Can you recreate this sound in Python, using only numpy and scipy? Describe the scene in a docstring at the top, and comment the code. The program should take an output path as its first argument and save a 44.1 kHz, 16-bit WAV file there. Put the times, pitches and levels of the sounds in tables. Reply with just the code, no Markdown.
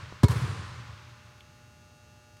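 """First a large gym is heard still ringing from an earlier bounce, over buzzing lamps and rumbling ventilation.
Then a hand pats a basketball down and it bounces once on the sprung wooden floor.
The bounce is three noise bursts (rubber slap), fading sine waves (boards and the air in the ball) and a deep
thump of falling pitch. Delayed copies make the wall echoes, and fading bands of noise make the long tail.
Hands and shoes add a few faint taps of noise; the lamps are a stack of sine waves."""
import sys
import numpy as np
from scipy import signal
from scipy.fft import rfft, irfft, next_fast_len
from scipy.io import wavfile

SR = 44100
rng = np.random.default_rng(int(sys.argv[2]) if len(sys.argv) > 2 else 0)


def file_out(sig):
    """Save sig as 16-bit WAV at sys.argv[1]."""
    # one column per channel
    cols = np.atleast_2d(sig).T
    # limit, then scale
    lim = np.clip(cols, -1, 1)
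    pcm = np.round(lim * 32767).astype(np.int16)
    wavfile.write(sys.argv[1], SR, pcm)


N = 105840  # samples heard, 2.4 s
LENGTH = next_fast_len(N + SR)  # working length, with room for sounds that start early
T = np.arange(LENGTH) / SR
HZ = np.maximum(np.fft.rfftfreq(LENGTH, 1 / SR), 1)

# In these tables and settings, t60 is the time to fade by 60 dB.
# Colour tables give only the balance between pitches; the loudness is set elsewhere.

# Bounces of the ball, one before the sound begins: start_s, level_db
BOUNCES = [(-0.575, 1), (0.2323, 0)]

# Colour of the hall's tail: pitch_hz, level_db_per_hz
TAIL_COLOUR = [(30, -26), (55, -9), (80, 11.5), (120, 15.5), (170, 3.5), (250, -4.5), (420, -2), (680, -12),
               (850, -9), (1050, -3.5), (1400, -6.5), (2000, -12), (3000, -16), (4500, -18.5), (6500, -23),
               (9000, -23), (12000, -26.5), (16000, -39)]
# How long the hall rings at each pitch: pitch_hz, t60_s
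HALL_FADE = [(60, 3.07), (130, 1.86), (400, 1.38), (1100, 2.46), (2500, 3.05), (4500, 2.9), (8000, 1.78),
             (12000, .7), (16000, 0.79)]
# Edges of the bands that fade separately, in Hz
TAIL_BAND_EDGES_HZ = np.concatenate([np.geomspace(15, 4000, 16, endpoint=False), np.linspace(4000, 17000, 20)])
TAIL_DB, TAIL_DELAY_S, TAIL_RISE_S = -29.5, 0.05, 0.021
SCATTER_DB, SCATTER_PER_S, SCATTER_FADE_S = 3, 112, 0.067  # early unevenness of the tail
BASS_EDGE_HZ, BASS_RISE_S = 150, 0.18  # bands starting at or below the edge swell slowly

# Parts of the lamp buzz with a level of their own, each moved to the nearest multiple of BUZZ_HZ:
# pitch_hz, level_db_rms
BUZZ_SET = [(839.8, -68.5), (1200, -72), (1319, -77), (1437, -70), (1798, -78), (2040, -85), (2277, -80),
            (2638, -74.5), (2762, -72), (3838, -78.5), (4317, -79), (4560, -82), (4678, -81.5), (4797, -87),
            (5039, -79), (5518, -80), (5879, -81), (5997, -77.5), (6358, -90), (6481, -76.5), (6718, -106),
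            (6837, -79.5), (7079, -91), (8037, -84)]
# Typical level of each remaining part of the buzz: pitch_hz, level_db_rms
BUZZ_REST = [(120, -67.5), (240, -75), (360, -77), (480, -80), (600, -75), (720, -79.5), (960, -98),
             (1100, -90), (1700, -82), (2500, -84.5), (4000, -89), (5000, -85), (5600, -100), (6300, -87),
             (7500, -100), (8200, -93), (10000, -103), (11500, -99), (16000, -110)]
BUZZ_HZ, BUZZ_UNEVEN_DB = 119.97, 3.2  # base pitch, random spread of the remaining parts

# Colour of the ventilation and hiss: pitch_hz, level_db_per_hz
AIR_COLOUR = [(25, -32), (45, -19), (70, -3.5), (105, 1.5), (160, -8), (260, -15), (400, -19), (600, -24.5),
              (900, -23.5), (2000, -30.5), (4000, -31.5), (5600, -34.5), (7000, -34.5), (11000, -39.5),
              (16000, -45)]
AIR_DB = -57.5  # rms

# The hand pushing the ball down, a single row: start_s, peak_db, length_s
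HAND_PUSH = (.1243, -30, .0013)

# The ball's skin slaps as it lands, squeaks as it flattens and slaps as it peels off:
# start_s (after contact), level_db, length_s (before fading), treble_db, resonance_hz, boost_db
SLAP_BURSTS = [(.0003, -19, .0039, -1, 1100, 4), (.0082, -24.5, .002, 4, 4300, 10),
               (.0113, -21, .0016, 2, 1300, 2)]
# Colour shared by the bursts: pitch_hz, level_db_per_hz
SLAP_COLOUR = [(60, -2), (200, 18.5), (450, 14.5), (700, -9), (1000, 2.5), (1600, -3), (1950, -12),
               (3200, -15), (4300, -12.5), (5200, -17), (9000, -16.5), (11000, -24), (16000, -29)]
SLAP_T60_S, SLAP_PEAK_OCTAVES = 0.0075, 0.3  # fade, half-width of the resonance
TREBLE_HZ = 2400  # where the treble control starts to act

# Ringing of the boards and of the air in the ball: pitch_hz, level_db, t60_s
RINGING_MODES = [(259, -11, 0.057), (336, -11, .04), (416, -19.5, 0.12), (490, -42, 0.038),
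                 (569, -20, 0.051), (744, -38, 0.064), (971, -28.5, 0.16), (1033, -27, 0.027),
                 (1360, -40, 0.022), (1660, -35.5, 0.05), (2190, -41.5, 0.28), (2314, -42, .07),
                 (3760, -60, 0.23), (4300, -44.5, 0.23)]
# Colour of the rattle: pitch_hz, level_db_per_hz
RATTLE_COLOUR = [(60, 2), (180, -1), (300, 4.5), (560, 3.5), (720, -11), (1000, -7.5), (1400, -2),
                 (1900, -18), (3000, -15.5), (4500, -13.5), (9000, -23), (16000, -41)]
RATTLE_DB, RATTLE_T60_S = -26.5, 0.12
RING_ATTACK_S, RING_LAG_S = 0.00085, 0.002

THUMP_START_HZ, THUMP_END_HZ, THUMP_SAG_S = 190, 74, 0.008  # falling pitch
THUMP_DB, THUMP_ATTACK_S, THUMP_HOLD_S, THUMP_T60_S = -5, 0.0012, 0.011, 0.048
THUMP_LAG_S, BOARDS_LOW_HZ = 0.0036, 45.4  # delay after contact, low cut

# Hard surfaces returning the slap: delay_s, level_db
SLAP_ECHOES = [(.0508, -3), (0.0552, -11.5), (0.0607, -24), (0.0772, -8.5), (0.0841, -5.5), (0.1039, -18),
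               (0.1133, -16), (.131, -21)]
# Walls, ceiling and bleachers returning the thump: delay_s, level_db
THUMP_ECHOES = [(0.054, -10), (0.079, -19), (0.118, -12.5), (0.144, -21), (0.18, -14.5), (.196, -14),
                (0.249, -24), (0.279, -20.5), (.352, -24.5), (0.511, -28.5), (0.598, -36), (.648, -33.5),
                (0.693, -41.5)]
ECHO_LOW_HZ, ECHO_BRIGHT_DB, ECHO_T60_S = 870, 2, 0.04
BOOM_LOW_HZ, BOOM_HIGH_HZ = 73.6, 154

# Faint taps of hands and shoes: start_s, level_db, pitch_hz, width_hz, t60_s
FAINT_TAPS = [(1.254, -63, 10500, 4000, 0.0086), (1.407, -48, 2970, 1290, 0.024),
              (2.039, -65, 6500, 3000, .015), (2.369, -55.5, 3800, 8000, 0.027)]

CUTOFF_HZ = 15900  # top of the finished sound


def from_db(db):
    """Turn decibels into a gain."""
    return 10 ** (np.asarray(db) / 20)


def rms_one(x):
    """Scale a sound to unit power."""
    return x / np.sqrt(np.mean(x ** 2) + 1e-20)


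def at_hz(points, hz):
    """Read a table between its rows, with pitch spaced in octaves."""
    table = np.array(points)
    return np.interp(np.log(hz), np.log(table[:, 0]), table[:, 1])


def fade(t, t60):
    """Fall smoothly by 60 dB every t60 seconds; stay at one until t passes zero."""
    return np.exp(-np.log(1000) * np.maximum(t, 0) / max(t60, 1e-3))


def delayed(x, s):
    """Shift a sound in time; a negative shift drops its beginning."""
    samples = np.arange(LENGTH)
    return np.interp(samples - np.round(s * SR), samples, x, left=0, right=0)


def filtered(x, hz, kind):
    """Keep part of the pitch range with a second-order Butterworth filter."""
    sections = signal.butter(2, hz, kind, fs=SR, output="sos")
    return signal.sosfilt(sections, x + 1e-18)


def noise(colour):
    """Make random noise of the given colour, at rms 1."""
    white = rfft(rng.standard_normal(LENGTH))
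    return rms_one(irfft(white * from_db(at_hz(colour, HZ)), LENGTH))


def brighten(x, db):
    """Raise or lower the treble by adding a scaled copy of it."""
    b, a = signal.butter(1, TREBLE_HZ, "high", fs=SR)
    treble = signal.lfilter(b, a, x + 1e-18)
    return x + (from_db(db) - 1) * treble


def tail():
    """Scattered reflections merge into a wash; its bass builds slowly and its highest treble dies first."""
    wash = rfft(noise(TAIL_COLOUR))
    lumps = np.interp(T * SCATTER_PER_S, np.arange(SR // 10), rng.standard_normal(SR // 10))
    unevenness = from_db(SCATTER_DB * np.exp(-T / SCATTER_FADE_S) * lumps)
    scatter = unevenness * (1 - np.exp(-T / TAIL_RISE_S))
    swell = 1 - np.exp(-T / BASS_RISE_S)
    out = 0
    for low, high in zip(TAIL_BAND_EDGES_HZ, TAIL_BAND_EDGES_HZ[1:]):
        band = irfft(wash * ((HZ >= low) & (HZ < high)), LENGTH)
        band = band * fade(T, at_hz(HALL_FADE, np.sqrt(low * high)))
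        out = out + band * (scatter if low > BASS_EDGE_HZ else swell)
    return delayed(from_db(TAIL_DB) * out, TAIL_DELAY_S)


def lamps():
    """Lamp ballasts buzz on multiples of twice the mains frequency."""
    partials = BUZZ_HZ * np.arange(1, 131)
    levels = at_hz(BUZZ_REST, partials) + BUZZ_UNEVEN_DB * rng.standard_normal(len(partials))
    for hz, db in BUZZ_SET:
        levels[np.argmin(abs(partials - hz))] = db
    # Draw one cycle, then read it over and over
    turn = np.linspace(0, 1, 4096)
    cycle = 0
    for multiple, db in enumerate(levels, 1):
        peak = np.sqrt(2) * from_db(db)  # a sine's peak is above its rms
        cycle = cycle + peak * np.sin(2 * np.pi * (multiple * turn + rng.random()))
    return np.interp(BUZZ_HZ * T % 1, turn, cycle)


def ventilation():
    """Moving air makes steady noise, mostly a low rumble with a faint hiss."""
    return from_db(AIR_DB) * noise(AIR_COLOUR)


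def push():
    """A soft pat of the palm makes one short dip in pressure."""
    s, db, length = HAND_PUSH
    dip = -np.sin(np.pi * np.minimum(T / length, 1)) ** 2
    return delayed(from_db(db) * dip, s)


def slap():
    """Pebbled rubber meets varnished wood in three quick bursts, each with a resonance of its own."""
    out = 0
    for s, db, length, treble_db, peak_hz, peak_db in SLAP_BURSTS:
        envelope = fade(T - length, SLAP_T60_S)
        octaves_away = np.log2(HZ / peak_hz)
        resonance = from_db(peak_db * np.exp(-(octaves_away / SLAP_PEAK_OCTAVES) ** 2))
        coloured = brighten(noise(SLAP_COLOUR), treble_db)
        burst = irfft(rfft(coloured) * resonance, LENGTH) * envelope
        # Give every burst the same energy as its envelope before setting its level
        even_out = np.sqrt(np.sum(envelope ** 2) / np.sum(burst ** 2))
        out = out + delayed(from_db(db) * burst * even_out, s)
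    return out


def ring():
    """Ball and boards are set ringing as the floor gives way, with a short rattle."""
    modes = 0
    for hz, db, t60 in RINGING_MODES:
        modes = modes - from_db(db) * fade(T, t60) * np.sin(2 * np.pi * hz * T)
    rattle = from_db(RATTLE_DB) * noise(RATTLE_COLOUR) * fade(T, RATTLE_T60_S)
    attack = 1 - np.exp(-T / RING_ATTACK_S)
    return delayed((modes + rattle) * attack, RING_LAG_S)


def thump():
    """The floor makes a few deep swings, falling in pitch as they fade."""
    pitch = THUMP_END_HZ + (THUMP_START_HZ - THUMP_END_HZ) * np.exp(-T / THUMP_SAG_S)
    envelope = (1 - np.exp(-T / THUMP_ATTACK_S)) * fade(T - THUMP_HOLD_S, THUMP_T60_S)
    swings = -envelope * np.sin(2 * np.pi * np.cumsum(pitch) / SR)
    return filtered(delayed(from_db(THUMP_DB) * swings, THUMP_LAG_S), BOARDS_LOW_HZ, "high")


def echoes(crack, thud):
    """Hard surfaces return the front of the slap; large ones return the thump as a boom."""
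    bright = brighten(filtered(crack, ECHO_LOW_HZ, "high"), ECHO_BRIGHT_DB) * fade(T, ECHO_T60_S)
    boom = filtered(thud, [BOOM_LOW_HZ, BOOM_HIGH_HZ], "band")
    slap_echoes = sum(from_db(db) * delayed(bright, s) for s, db in SLAP_ECHOES)
    thump_echoes = sum(from_db(db) * delayed(boom, s) for s, db in THUMP_ECHOES)
    return slap_echoes + thump_echoes


def bounce():
    """Ball and floor sound together, and the hall answers."""
    crack = slap()
    thud = thump()
    return crack + thud + ring() + echoes(crack, thud) + tail()


def taps():
    """Hands and shoes make short damped touches, each with one broad resonance."""
    out = 0
    for s, db, hz, width_hz, t60 in FAINT_TAPS:
        resonance = 1 / (1 + (2 * (HZ - hz) / width_hz) ** 2)
        touch = irfft(rfft(rng.standard_normal(LENGTH)) * resonance, LENGTH)
        out = out + delayed(from_db(db) * rms_one(touch) * fade(T, t60), s)
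    return out


def scene():
    """Lay the bounces, the pat and the taps over the steady sound of the gym."""
    dribble = sum(from_db(db) * delayed(bounce(), s) for s, db in BOUNCES)
    steady = lamps() + ventilation()
    return (dribble + push() + taps() + steady)[None, :N]


def record(dry):
    """Cut the very top steeply with an elliptic low-pass filter."""
    sections = signal.ellip(10, 0.1, 80, CUTOFF_HZ, fs=SR, output="sos")
    return signal.sosfilt(sections, dry)


dry = scene()
out = record(dry)
file_out(out)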